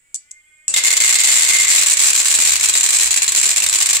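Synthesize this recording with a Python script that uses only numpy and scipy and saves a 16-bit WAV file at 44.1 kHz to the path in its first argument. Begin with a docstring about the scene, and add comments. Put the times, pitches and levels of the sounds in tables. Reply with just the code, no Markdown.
"""A carpeted room, with a close stereo microphone following marbles down the tower of a toy marble run.
A handful of glass marbles clacks in the hand, is poured into the funnel and rattles down a tall plastic
tube, each hit ringing the tube's resonances. The funnel rings on one note; the shaken tower knocks and
hums. Underneath, the chain lift's small motor whines faintly. A limiter flattens the loudest hits."""
import sys
import numpy as np
from scipy import signal
from scipy.fft import rfft, irfft
from scipy.io import wavfile
from scipy.ndimage import uniform_filter1d, minimum_filter1d

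SR = 44100
rng = np.random.default_rng(int(sys.argv[2]) if len(sys.argv) > 2 else 0)


def wrap_up_sound(samples):
    """Save the sound to the file named by the first command line argument, as 16-bit audio."""
    columns = np.atleast_2d(samples).T
    # keep every value between -1 and 1, then stretch to whole-number steps
    tamed = np.clip(columns, -1, 1)
    steps = np.round(tamed * 32767).astype(np.int16)
    wavfile.write(sys.argv[1], SR, steps)


N = 176400

# marbles striking the steps inside the tube: t/s
HIT_TIMES = [0.7393, 0.762, 0.7722, 0.7782, 0.7827, 0.837, 0.8471, 0.8532, 0.865, 0.871, 0.879, 0.9039,
             0.9133, 0.9266, 0.9352, 0.9668, 0.9732, 1.0017, 1.0108, 1.019, 1.0361, 1.0454, 1.0536, 1.0621,
             1.0776, 1.091, 1.1, 1.1075, 1.1248, 1.1329, 1.1414, 1.1534, 1.1592, 1.1873, 1.194, 1.2014,
             1.2114, 1.2349, 1.2434, 1.2495, 1.2581, 1.2723, 1.2859, 1.2947, 1.302, 1.3153, 1.3237, 1.331,
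             1.3397, 1.3554, 1.3633, 1.371, 1.3837, 1.3943, 1.4079, 1.4208, 1.4317, 1.4487, 1.488, 1.4958,
             1.5028, 1.5066, 1.5335, 1.5415, 1.549, 1.5654, 1.5981, 1.6077, 1.6173, 1.6307, 1.6477, 1.6804,
             1.6867, 1.7077, 1.7146, 1.7231, 1.749, 1.7619, 1.7674, 1.7862, 1.792, 1.8225, 1.8328, 1.8609,
             1.8705, 1.898, 1.9091, 1.9298, 1.9925, 2.0005, 2.0133, 2.0226, 2.0345, 2.0441, 2.0575, 2.0637,
             2.0711, 2.0833, 2.0932, 2.1055, 2.1313, 2.1609, 2.182, 2.1898, 2.2, 2.2114, 2.255, 2.2612,
             2.27, 2.282, 2.3053, 2.3128, 2.3391, 2.3485, 2.357, 2.3867, 2.403, 2.412, 2.421, 2.435, 2.4499,
             2.4595, 2.4733, 2.4846, 2.4934, 2.5041, 2.5169, 2.534, 2.5549, 2.5629, 2.6293, 2.6379, 2.645,
             2.657, 2.6857, 2.6939, 2.737, 2.7518, 2.7644, 2.7736, 2.781, 2.8081, 2.8303, 2.838, 2.861,
             2.888, 2.895, 2.9045, 2.9298, 2.9382, 2.9514, 2.9612, 2.9855, 2.9962, 3.0081, 3.0219, 3.0305,
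             3.0425, 3.0571, 3.0661, 3.107, 3.1142, 3.1405, 3.1609, 3.1735, 3.2192, 3.2298, 3.2424, 3.2786,
             3.2896, 3.3202, 3.3481, 3.3603, 3.3695, 3.3766, 3.387, 3.3982, 3.4129, 3.428, 3.4317, 3.4413,
             3.4546, 3.4634, 3.49, 3.5033, 3.513, 3.5604, 3.5691, 3.5791, 3.6011, 3.6206, 3.6292, 3.6383,
             3.6625, 3.6866, 3.6958, 3.727, 3.7368, 3.7467, 3.7559, 3.76, 3.7849, 3.8024, 3.8102, 3.822,
             3.828, 3.8582, 3.8673, 3.8886, 3.8978, 3.906, 3.93, 3.9472, 3.954, 3.966]
DESCENT_START_S, DESCENT_END_S = 1.7, 1.75  # marbles and microphone leave the funnel


def hits(spread_db=2):
    """Marbles drop from step to step inside the tube."""
    # strength of the hits: t/s, level/dB
    force = [(.74, -2.5), (1.4, -3.5), (2.8, -5), (4, -4.5)]
    levels = np.interp(HIT_TIMES, *np.transpose(force)) + spread_db * rng.standard_normal(len(HIT_TIMES))
    return tube(np.column_stack([HIT_TIMES, levels]))


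def clatter(per_s=260, spread_db=7):
    """Light random bounces of marbles rattling in the plastic tube."""
    # strength of the bounces: t/s, level/dB
    swell = [(.74, -38), (.9, -23.5), (1.35, -22.5), (1.75, -13.5), (2.5, -17.5), (2.8, -21.5), (3.0, -19),
             (3.14, -18.5), (3.2, -27), (3.34, -26.5), (3.38, -20), (3.56, -28)]
    s, db = np.transpose(swell)
    count = int(per_s * (N / SR - s[0]))
    times = rng.uniform(s[0], N / SR, count)
    levels = np.interp(times, s, db) + spread_db * np.clip(rng.standard_normal(count), -2, 2)
    return tube(np.column_stack([times, levels]))


def tube(rows, detune_widths=0.47, spread_db=4):
    """Each hit lands on another spot, so it rings the tube's modes with its own strength and tuning."""
    # colour of a hit on the plastic: f/Hz, level/dB
    plastic = [(30, -36), (120, -25.5), (250, -28), (380, -18.5), (750, -17), (1400, -11.5), (1900, -4),
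               (2600, -2), (3300, -4.5), (4200, -3), (5300, -2.5), (6500, 1), (7600, 2), (8500, -1.5),
               (9500, -1), (10400, -11.5), (12500, -12), (15500, -16)]
    # tube resonances: f/Hz, width/Hz, level near the funnel/dB, level lower down/dB
    modes = [(1116, 75, -3, -5), (2376, 130, -19, -8), (3610, 75, -1, -31), (4050, 250, -4.5, -4),
             (4550, 52, 0, -28), (7370, 320, 6.5, 3), (7830, 440, -4, 1.5)]
    blows, hz = strikes(len(rows), plastic, t60_s=0.02, ring_db=-14, attack_s=0.0018)
    descent = np.interp(rows[:, 0], [DESCENT_START_S, DESCENT_END_S], [0, 1])[:, None]
    body = 1
    for centre, width, top_db, low_db in modes:
        tune, push = rng.standard_normal((len(rows), 2)).T[:, :, None]
        gain = amp(top_db + (low_db - top_db) * descent + spread_db * push)
        body = body + gain * resonance(hz, centre + detune_widths * width * tune, width)
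    body = body / np.sqrt(np.mean(abs(body * causal(plastic)) ** 2, axis=1, keepdims=True))
    return play(rows, blows * body[:, None])


def clacks(ring_hz=(4550, 7070, 7741, 8400)):
    """Glass on glass: short and bright, with a thin ring."""
    # marble against marble: t/s, level/dB
    contacts = [(.1441, -14.5), (.1476, -37), (.1514, -19), (.1538, -22), (.159, -19.5), (.3106, -30),
                (.3142, -28.5), (.6805, -2), (.6826, -11)]
    # colour of the clack: f/Hz, level/dB
    glass = [(100, -60), (1200, -50), (2500, -22.5), (3600, -17.5), (5000, -11), (6300, -1), (7500, 6),
             (8300, 1.5), (9400, -5), (11000, -14), (15500, -58)]
    blows, _ = strikes(len(contacts), glass, t60_s=0.011, ring_db=-17.5, attack_s=0.00011)
    crack = play(contacts, blows)
    return crack + amp(7) * sum(ringing(crack, hz, width_hz=16) for hz in ring_hz)


def funnel_note(drive):
    """The funnel resonates on one note."""
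    return ringing(drive, centre_hz=2104, width_hz=93)


def funnel(rattle):
    """The rattle keeps the funnel ringing; the note fades as the marbles leave it."""
    # gain of the funnel's ring: t/s, level/dB
    ring_gain = [(.78, 11.5), (1.05, 6.5), (1.459, 5.5), (1.55, 15), (1.62, 10), (1.68, 13), (1.8, -8),
                 (2.2, -27)]
    return amp(np.interp(np.arange(N) / SR, *np.transpose(ring_gain))) * funnel_note(rattle)


def joints(t60_s=0.029):
    """A marble catches the funnel or a joint of the tube: a short pitched clack."""
    # struck tones: t/s, f/Hz, level/dB
    rings = [(0.683, 670, -36), (.681, 2750, -18), (.681, 7800, -1), (0.7405, 3690, -9),
             (.763, 3490, -12.5), (2.739, 3835, -10), (3.279, 4170, -14.5), (3.322, 7800, -5),
             (3.621, 2680, -17), (3.665, 3740, -17)]
    out, t = np.zeros((2, N)), np.arange(SR // 10) / SR
    for s, hz, db in rings:
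        add(out, s, amp(db) * decay(t, t60_s) * np.sin(2 * np.pi * hz * t + rng.random((2, 1))))
    return out


def tower(hum_hz=73.4, width_hz=15, hum_db=-58.5):
    """Dull knocks, and a low hum that builds as the marbles shake the tower."""
    # knocks of the tower: t/s, level/dB
    knocks = [(2.386, -23), (2.754, -28), (3.464, -25.5)]
    # colour of a knock: f/Hz, level/dB
    thud = [(30, -7), (250, -5.5), (500, -6), (2000, -4), (8000, -48)]
    hz = np.fft.rfftfreq(N, 1 / SR)
    hum = unit(irfft(rfft(rng.standard_normal(N)) / (1 + (2 * (hz - hum_hz) / width_hz) ** 2), N))
    shaken = np.interp(np.arange(N) / SR, [HIT_TIMES[0], DESCENT_START_S], [0, 1])
    blows, _ = strikes(len(knocks), thud, t60_s=0.035, ring_db=-46, attack_s=0.00084)
    return amp(hum_db) * shaken * hum + play(knocks, blows)


def motor(waver=0.00546, flutter_db=3.5):
    """The lift motor's wavering whine, lifted around the funnel's note."""
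    # the motor's run: t/s, f/Hz, level/dB
    running = [(0, 283, -81), (0.136, 281.3, -77.5), (.33, 300.5, -71), (0.571, 306, -70),
               (1.599, 321, -59)]
    # its partials: multiple of the pitch, level/dB
    partials = [(2, -18), (4, -16), (5, -8), (6, -10), (7, -3), (8, -3), (10, -7), (11, -10), (25, 1)]
    s, pitch, db = np.transpose(running)
    t = np.arange(N) / SR
    turns = np.cumsum(np.interp(t, s, pitch) * (1 + waver * drift(rate_hz=47))) / SR
    whine = 0
    for k, level in partials:
        gain = amp(level + flutter_db * drift(rate_hz=25))
        whine = whine + gain * np.sin(2 * np.pi * (k * turns + rng.random((2, 1)) / 2))
    whine = whine + amp(14) * funnel_note(whine)
    return np.sqrt(2) * amp(np.interp(t, s, db)) * whine


def chain(level_db=-62):
    """The running lift chain rustles steadily over the quiet room."""
    # colour of the rustle: f/Hz, level/dB
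    rustle = [(25, -2), (200, -17), (1200, -22), (2200, -9), (3900, -22), (6000, -21), (7700, 0),
              (8900, -9), (10000, -25)]
    hz = np.fft.rfftfreq(N, 1 / SR)
    noise = stereo_pair(rfft(rng.standard_normal((2, N))), hz)
    return amp(level_db) * unit(irfft(noise * amp(read(rustle, hz)), N))


def room(x, size=22050, onset_s=0.0059):
    """The carpeted room's short diffuse tail, the treble dying first."""
    # reverberation time: f/Hz, t60/s
    t60 = [(200, 0.79), (2000, 0.77), (7500, 0.24), (15000, 0.17)]
    hz, t, bands = signal.stft(rng.standard_normal((2, size)), SR, nperseg=256)
    tail = signal.istft(bands * decay(t, read(t60, hz)[:, None]), SR, nperseg=256)[1]
    tail = tail * np.minimum(np.arange(tail.shape[1]) / SR / onset_s, 1)
    return signal.fftconvolve(x, tail / np.linalg.norm(tail[0]), axes=1)[:, :N]


def stereo_pair(spectra, hz):
    """Turns two unrelated spectra into what the microphone's two channels hear."""
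    # likeness of the channels: f/Hz, correlation
    likeness = [(250, 0.98), (600, 0.49), (1500, 0.092)]
    # left minus right: f/Hz, level/dB
    balance = [(100, -0.5), (2200, -2.5), (4500, -1.5), (6400, 3), (7250, 5), (7900, -5), (9400, -3),
               (11000, -0.5)]
    same = read(likeness, hz)
    tilt = amp(read(balance, hz) / 2)
    left, other = spectra[..., 0, :], spectra[..., 1, :]
    right = same * left + np.sqrt(1 - same ** 2) * other
    return np.stack([left * tilt, right / tilt], -2)


def strikes(count, colour, t60_s, ring_db, attack_s, size=4096):
    """Spectra of blows, and their frequencies: a sharp crack of noise, then a weaker ring."""
    t, hz = np.arange(size) / SR, np.fft.rfftfreq(size, 1 / SR)
    fall = decay(t, t60_s) + amp(ring_db) * decay(t, t60_s=0.069)
    rise = 1 - np.exp(-t / attack_s)
    bursts = rng.standard_normal((count, 2, size)) * rise * fall
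    return stereo_pair(rfft(bursts), hz) * causal(colour), hz


def causal(colour, size=4096):
    """Response with the given colour that rings only after the blow."""
    log_gain = np.log(amp(read(colour, abs(np.fft.fftfreq(size, 1 / SR)))))
    return unit(np.exp(np.conj(signal.hilbert(log_gain)))[:size // 2 + 1])


def resonance(hz, centre_hz, width_hz):
    """Response of one mode, of gain 1 at its centre."""
    return 1 / (1 + 2j * (hz - centre_hz) / width_hz)


def ringing(x, centre_hz, width_hz):
    """What a steady resonance gives back when x drives it."""
    hz = np.fft.rfftfreq(2 * N, 1 / SR)
    return irfft(rfft(x, 2 * N) * resonance(hz, centre_hz, width_hz))[:, :N]


def play(rows, spectra):
    """Places one blow at every row of t/s, level/dB."""
    out = np.zeros((2, N))
    for (s, db), sound in zip(rows, irfft(spectra)[..., :-SR // 100]):
        add(out, s, amp(db) * sound)
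    return out


def add(mix, s, sound):
    """Mixes a stereo sound in at time s."""
    part = mix[:, max(0, round(s * SR)):][:, :sound.shape[1]]
    part += sound[:, :part.shape[1]]


def drift(rate_hz):
    """Slow random wander of rms 1."""
    return unit(irfft(rfft(rng.standard_normal(N)) * (np.fft.rfftfreq(N, 1 / SR) < rate_hz), N))


def decay(t, t60_s):
    """Falls by 60 dB in t60_s."""
    return np.exp(-np.log(1000) * t / t60_s)


def read(points, hz):
    """Reads a table on a log-frequency axis."""
    f, value = np.transpose(points)
    return np.interp(np.log(hz + 1), np.log(f + 1), value)


def amp(db):
    """Decibels to gain."""
    return 10 ** (np.asarray(db) / 20)


def unit(x):
    """Scales to rms 1."""
    return x / np.sqrt(np.mean(abs(x) ** 2) + 1e-20)


def scene(pour_s=0.6, room_db=-9):
    """Marbles, tower and lift at close range, with the room behind them."""
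    rattle, glass = hits() + clatter(), clacks()
    run = rattle + funnel(rattle) + joints() + tower() + motor() + chain()
    in_hand = np.arange(N) / SR < pour_s
    glass_to_room = glass * amp(-7 * in_hand)  # the hand is close to the microphone, so it sounds drier
    return run + glass + amp(room_db) * room(run + glass_to_room)


def record(dry, limit_db=-4, release_db_per_s=603, makeup_db=3, edge_hz=15750):
    """Behind the microphone: a fast limiter, then a steep treble cut."""
    peak_db = 20 * np.log10(abs(dry).max(0) + 1e-9)
    fall = np.arange(N) * release_db_per_s / SR
    over_db = np.maximum(np.maximum.accumulate(peak_db + fall) - fall - limit_db, 0)
    gain_db = uniform_filter1d(minimum_filter1d(-over_db, size=33), size=33) + makeup_db
    lowpass = signal.firwin(511, edge_hz, window=("kaiser", 9), fs=SR)
    return signal.oaconvolve(dry * amp(gain_db), lowpass[None], "same")


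dry = scene()
out = record(dry)
wrap_up_sound(out)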